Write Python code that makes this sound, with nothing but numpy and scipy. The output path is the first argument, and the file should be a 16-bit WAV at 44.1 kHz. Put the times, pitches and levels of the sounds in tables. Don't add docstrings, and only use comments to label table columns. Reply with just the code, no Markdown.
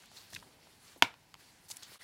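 import sys
import numpy as np
from scipy import signal
from scipy.io import wavfile

SR = 44100
rng = np.random.default_rng(int(sys.argv[2]) if len(sys.argv) > 2 else 0)


def to_wav(sig):
    pcm = np.clip(np.atleast_2d(sig), -1, 1) * 32767
    pcm = np.round(pcm).astype(np.int16)
    wavfile.write(sys.argv[1], SR, pcm.T)


def ratio(d):
    e = np.asarray(d, float) / 20
    return 10 ** e


N = 89787
RADIATES_ABOVE_HZ = 100


def rms_one(x):
    return x / np.sqrt(np.mean(x ** 2) + 1e-20)


def at_hz(points, hz):
    table = np.array(points)
    return np.interp(np.log(hz), np.log(table[:, 0]), table[:, 1])


def drift(rate):
    r = np.exp(-80 * np.pi * rate / SR)
    white = rng.standard_normal(N // 40 + 2002)
    slow = signal.lfilter([1], [1, -2 * r, r * r], white)[2000:]
    return np.interp(np.arange(N) / 40, np.arange(len(slow)), rms_one(slow))


def resonance(x, hz, width_hz):
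    r = np.exp(-np.pi * width_hz / SR)
    return signal.lfilter([1, 0, -1], [1, -2 * r * np.cos(2 * np.pi * hz / SR), r * r], x)


def bands(spectrum):
    edges = 22 * 2 ** np.arange(0, 9.6, .5)
    white = rng.standard_normal((2, N))
    hz = np.sqrt(edges[1:] * edges[:-1])
    out = []
    for k in range(len(hz)):
        sos = signal.butter(2, edges[k:k + 2], "band", fs=SR, output="sos")
        out.append(signal.sosfilt(sos, white[k % 2]))
    out = np.array(out) * ratio(at_hz(spectrum, hz))[:, None]
    return hz, out / np.sqrt(np.mean(out.sum(0) ** 2))


# (frequency [Hz], density [dB per Hz])
AIR_SPECTRUM = [(15, -41), (25, -15), (127, -3.5), (185, -6.5), (714, -18.5), (1040, -0.5), (1260, -33),
                (1700, -16.5), (16000, -32)]


def room_air():
    level_db = -66.5
    return ratio(level_db) * bands(AIR_SPECTRUM)[1].sum(0)


# (time [s], level [dB])
RUB_PRESSURE = [(0, -65), (.1, -63.5), (.18, -57), (.3, -61), (.45, -62.5), (.58, -68.5), (.68, -64.5),
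                (.78, -66), (0.879, -61.5), (1.0, -72), (1.25, -78), (1.36, -70), (1.401, -60.5),
                (1.56, -68.5), (1.681, -67.5), (1.73, -59), (1.87, -59), (2.036, -56.5)]
# (frequency [Hz], density [dB per Hz])
RUB_COLOUR = [(180, -25.5), (300, -8), (870, -8.5), (1780, -4.5), (2320, -5), (4440, -3), (5430, -8.5),
              (12100, -10), (16000, -24.5)]


def rub():
    hz, noise = bands(RUB_COLOUR)
    together = drift(9)
    patches = np.array([ratio(1.9 * together + 2.2 * drift(10)) for _ in hz])
    whisper_gain = ratio(-9.5 + 3.6 * drift(11))
    whisper = whisper_gain * rms_one(resonance(rng.standard_normal(N), 4400, 410))
    s, db = np.transpose(RUB_PRESSURE)
    pressure = ratio(np.interp(np.arange(N) / SR, s, db))
    return pressure * ((noise * patches).sum(0) + whisper)


# (time [s], peak level [dB], pitch [Hz], t60 [s])
TICKS = [(.036, -50, 1050, 0.034), (0.058, -46, 7000, 0.009), (.116, -49.5, 704, 0.0087),
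         (.304, -40, 9000, 0.0046), (.326, -46.5, 686, 0.038), (.332, -39.5, 4940, 0.0032),
         (.334, -41, 1940, 0.012), (.337, -51, 9000, .006), (.342, -36, 4900, .008),
         (.349, -31, 3930, 0.011), (0.383, -51, 9000, 0.0042), (.391, -41.5, 3450, 0.0081),
         (.400, -45, 4450, 0.011), (.409, -51, 4960, 0.005), (0.426, -44, 980, 0.026),
         (.628, -53, 2000, 0.0069), (.670, -51, 770, 0.027), (.961, -48, 280, 0.091),
         (1.407, -52, 1800, 0.022), (1.701, -36.5, 6000, .02), (1.702, -47, 790, 0.046),
         (1.708, -31.5, 7000, .008), (1.761, -45, 8000, 0.023), (1.769, -33, 7400, .015),
         (1.826, -46.5, 1200, 0.036), (1.831, -36.5, 6000, 0.023), (1.917, -50.5, 413, 0.021),
         (1.957, -45.5, 890, .03)]


def ticks():
    q, edge_db = 1.98, -28
    out = np.zeros(N)
    chance = rng.standard_normal((len(TICKS), 2048))
    t = np.arange(chance.shape[1]) / SR
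    for (s, db, hz, t60), c in zip(TICKS, chance):
        burst = (c + 2.4 * (t == 0)) * ratio(-60 * t / t60)
        body = resonance(burst, hz, hz / q)
        edge = ratio(edge_db - hz ** -.5 * 900) * burst / 2
        start = int(s * SR)
        out[start:start + len(t)] += ratio(db) * (body / np.abs(body).max() + edge)
    return out


SCUFF_STARTS = [.168, .324, .360, .33, .42, 1.684, 1.711, 1.823, 1.7, 1.89, 2.002, .975]
# (length [s], level [dB], centre [Hz], width [Hz])
SCUFF_STROKES = [(0.027, -54, 4150, 710), (0.081, -54, 1300, 7500), (0.015, -43, 2020, 1700),
                 (0.15, -59.5, 43, 167), (0.35, -66.5, 110, 600), (0.078, -52.5, 4900, 12000),
                 (0.013, -39.5, 4100, 5500), (0.041, -50.5, 3700, 2600), (0.046, -71, 34, 60),
                 (0.046, -63, 154, 64), (0.067, -54, 1880, 190), (0.03, -65, 9300, 9000)]


def scuffs():
    out, t = np.zeros(N), np.arange(N) / SR
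    for s, (length, db, hz, width_hz) in zip(SCUFF_STARTS, SCUFF_STROKES):
        grains = rng.standard_normal(N) * ratio(2.0 * drift(220))
        pole_width = 1.33 * width_hz
        tone = resonance(resonance(grains, hz, pole_width), hz, pole_width)
        u = np.clip((t - s) / length, 0, 1)
        out += ratio(db) * rms_one(tone) * np.sin(np.pi * u ** 0.42)
    return out


def ring(force, hz, t60):
    r, w = ratio(-60 / (t60 * SR)), 2 * np.pi * hz / SR
    return signal.lfilter([0, np.sin(w)], [1, -2 * r * np.cos(w), r * r], force + 1e-18)


def strike(blows, modes, damping):
    force = np.zeros(N)
    for s, db, cut_hz in blows:
        decay, i = np.exp(-2 * np.pi * cut_hz / SR), round(s * SR)
        force[i:] += ratio(db) * (1 - decay) * decay ** np.arange(N - i)
    out = np.zeros(N)
    for k, (hz, db, t60) in enumerate(modes):
        out = out + ratio(db) * (-1) ** k * ring(force, hz, t60 * damping)
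    return out


# (time [s], impulse [dB], hardness as cut-off [Hz])
CONTACTS = [
    (1.02309, 31, 25),
    (1.02318, -1, 24000),
    (1.02371, -4.5, 38000),
    (1.02531, -19, 40000),
    (1.02809, -15, 900),
]
# (time [s], impulse [dB], hardness as cut-off [Hz])
TOUCHES = [
    (1.1405, -30.5, 6000),
    (1.1425, -39, 4000),
    (1.3414, -25, 20000),
    (1.3420, -24, 14000),
    (1.3429, -29.5, 5000),
    (1.3517, -29, 1200),
]
# (frequency [Hz], level [dB], t60 [s])
CLASP = [(270, -34.5, .024), (700, -24, .035), (945, -12, .023), (1490, -6.5, .0035), (1860, -21.5, .015),
         (2160, -15.5, .012), (2670, -9, .0173), (3030, -10, .017), (3350, -11, .0083), (4620, -16, .016),
         (6100, -13, .0028), (6700, -18, .012), (8850, -30, .005), (12270, -22, .004)]
# (frequency [Hz], level [dB], t60 [s])
SHELL = [(128, -51.5, 0.18), (225, -46, .1), (315, -43, .1), (480, -45, .08), (965, -36, .15),
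         (1017, -43, 0.15), (1305, -44, 0.12), (1424, -29.5, .07), (2334, -35.5, 0.2), (2520, -33, 0.077),
         (3725, -46, .08)]


def snap():
    closing = strike(CONTACTS, CLASP, 1)
    touched = strike(TOUCHES, CLASP, 0.26)
    shell = strike(CONTACTS[2:3], SHELL, 0.98)
    sos = signal.butter(3, RADIATES_ABOVE_HZ, "high", fs=SR, output="sos")
    return signal.sosfilt(sos, closing + touched + shell)


# (frequency [Hz], density [dB per Hz])
ECHO_SPECTRUM = [(59, -31), (100, -3.5), (434, -10.5), (904, -12), (1920, -11), (2370, -11), (2920, -8.5),
                 (4640, -15.5), (15000, -41)]
# (frequency [Hz], t60 [s])
ECHO_T60 = [(150, 0.16), (1000, 0.32), (3000, 0.27), (12000, 0.033)]
# (frequency [Hz], width [Hz], level [dB], t60 [s])
HOLLOW = [
    (950, 140, -38.5, 0.19),
    (2240, 150, -35.5, 0.17),
    (1417, 150, -44, 0.26),
]


def echo():
    late_db, early_db, early_t60_s, rise_s = -39.5, -30.5, 0.07, 0.0017
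    crack_db, crack_t60_s = -25, .012
    t = np.maximum(np.arange(N) / SR - CONTACTS[1][0], 0)
    hz, noise = bands(ECHO_SPECTRUM)
    late = ratio(late_db - 60 * t / at_hz(ECHO_T60, hz)[:, None])
    early = ratio(early_db - 60 * t / early_t60_s)
    reflected = (noise * (late + early))[hz > RADIATES_ABOVE_HZ].sum(0)
    white = rng.standard_normal(N)
    crack = rms_one(resonance(white, 6000, 5000)) * ratio(crack_db - 60 * t / crack_t60_s) * (t > 0)
    hollow = np.zeros(N)
    for f, width_hz, db, t60 in HOLLOW:
        hollow += rms_one(resonance(white, f, width_hz)) * ratio(db - 60 * t / t60)
    return (reflected + hollow) * np.minimum(t / rise_s, 1) + crack


def scene():
    return (room_air() + rub() + ticks() + scuffs() + snap() + echo())[None]


def low_pass(x):
    return signal.sosfilt(signal.butter(12, 16810, fs=SR, output="sos"), x)


def record(dry):
    dip_s, fade_out_s, fade_in_s = 1.987, 0.042, .03
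    t = np.arange(N) / SR - dip_s
    fade = np.clip(np.where(t < 0, -t / fade_out_s, t / fade_in_s), .03, 1)
    sos = signal.cheby2(12, 70, 17100, fs=SR, output="sos")
    mix = signal.sosfilt(sos, dry * fade)
    return low_pass(mix)


dry = scene()
out = record(dry)
to_wav(out)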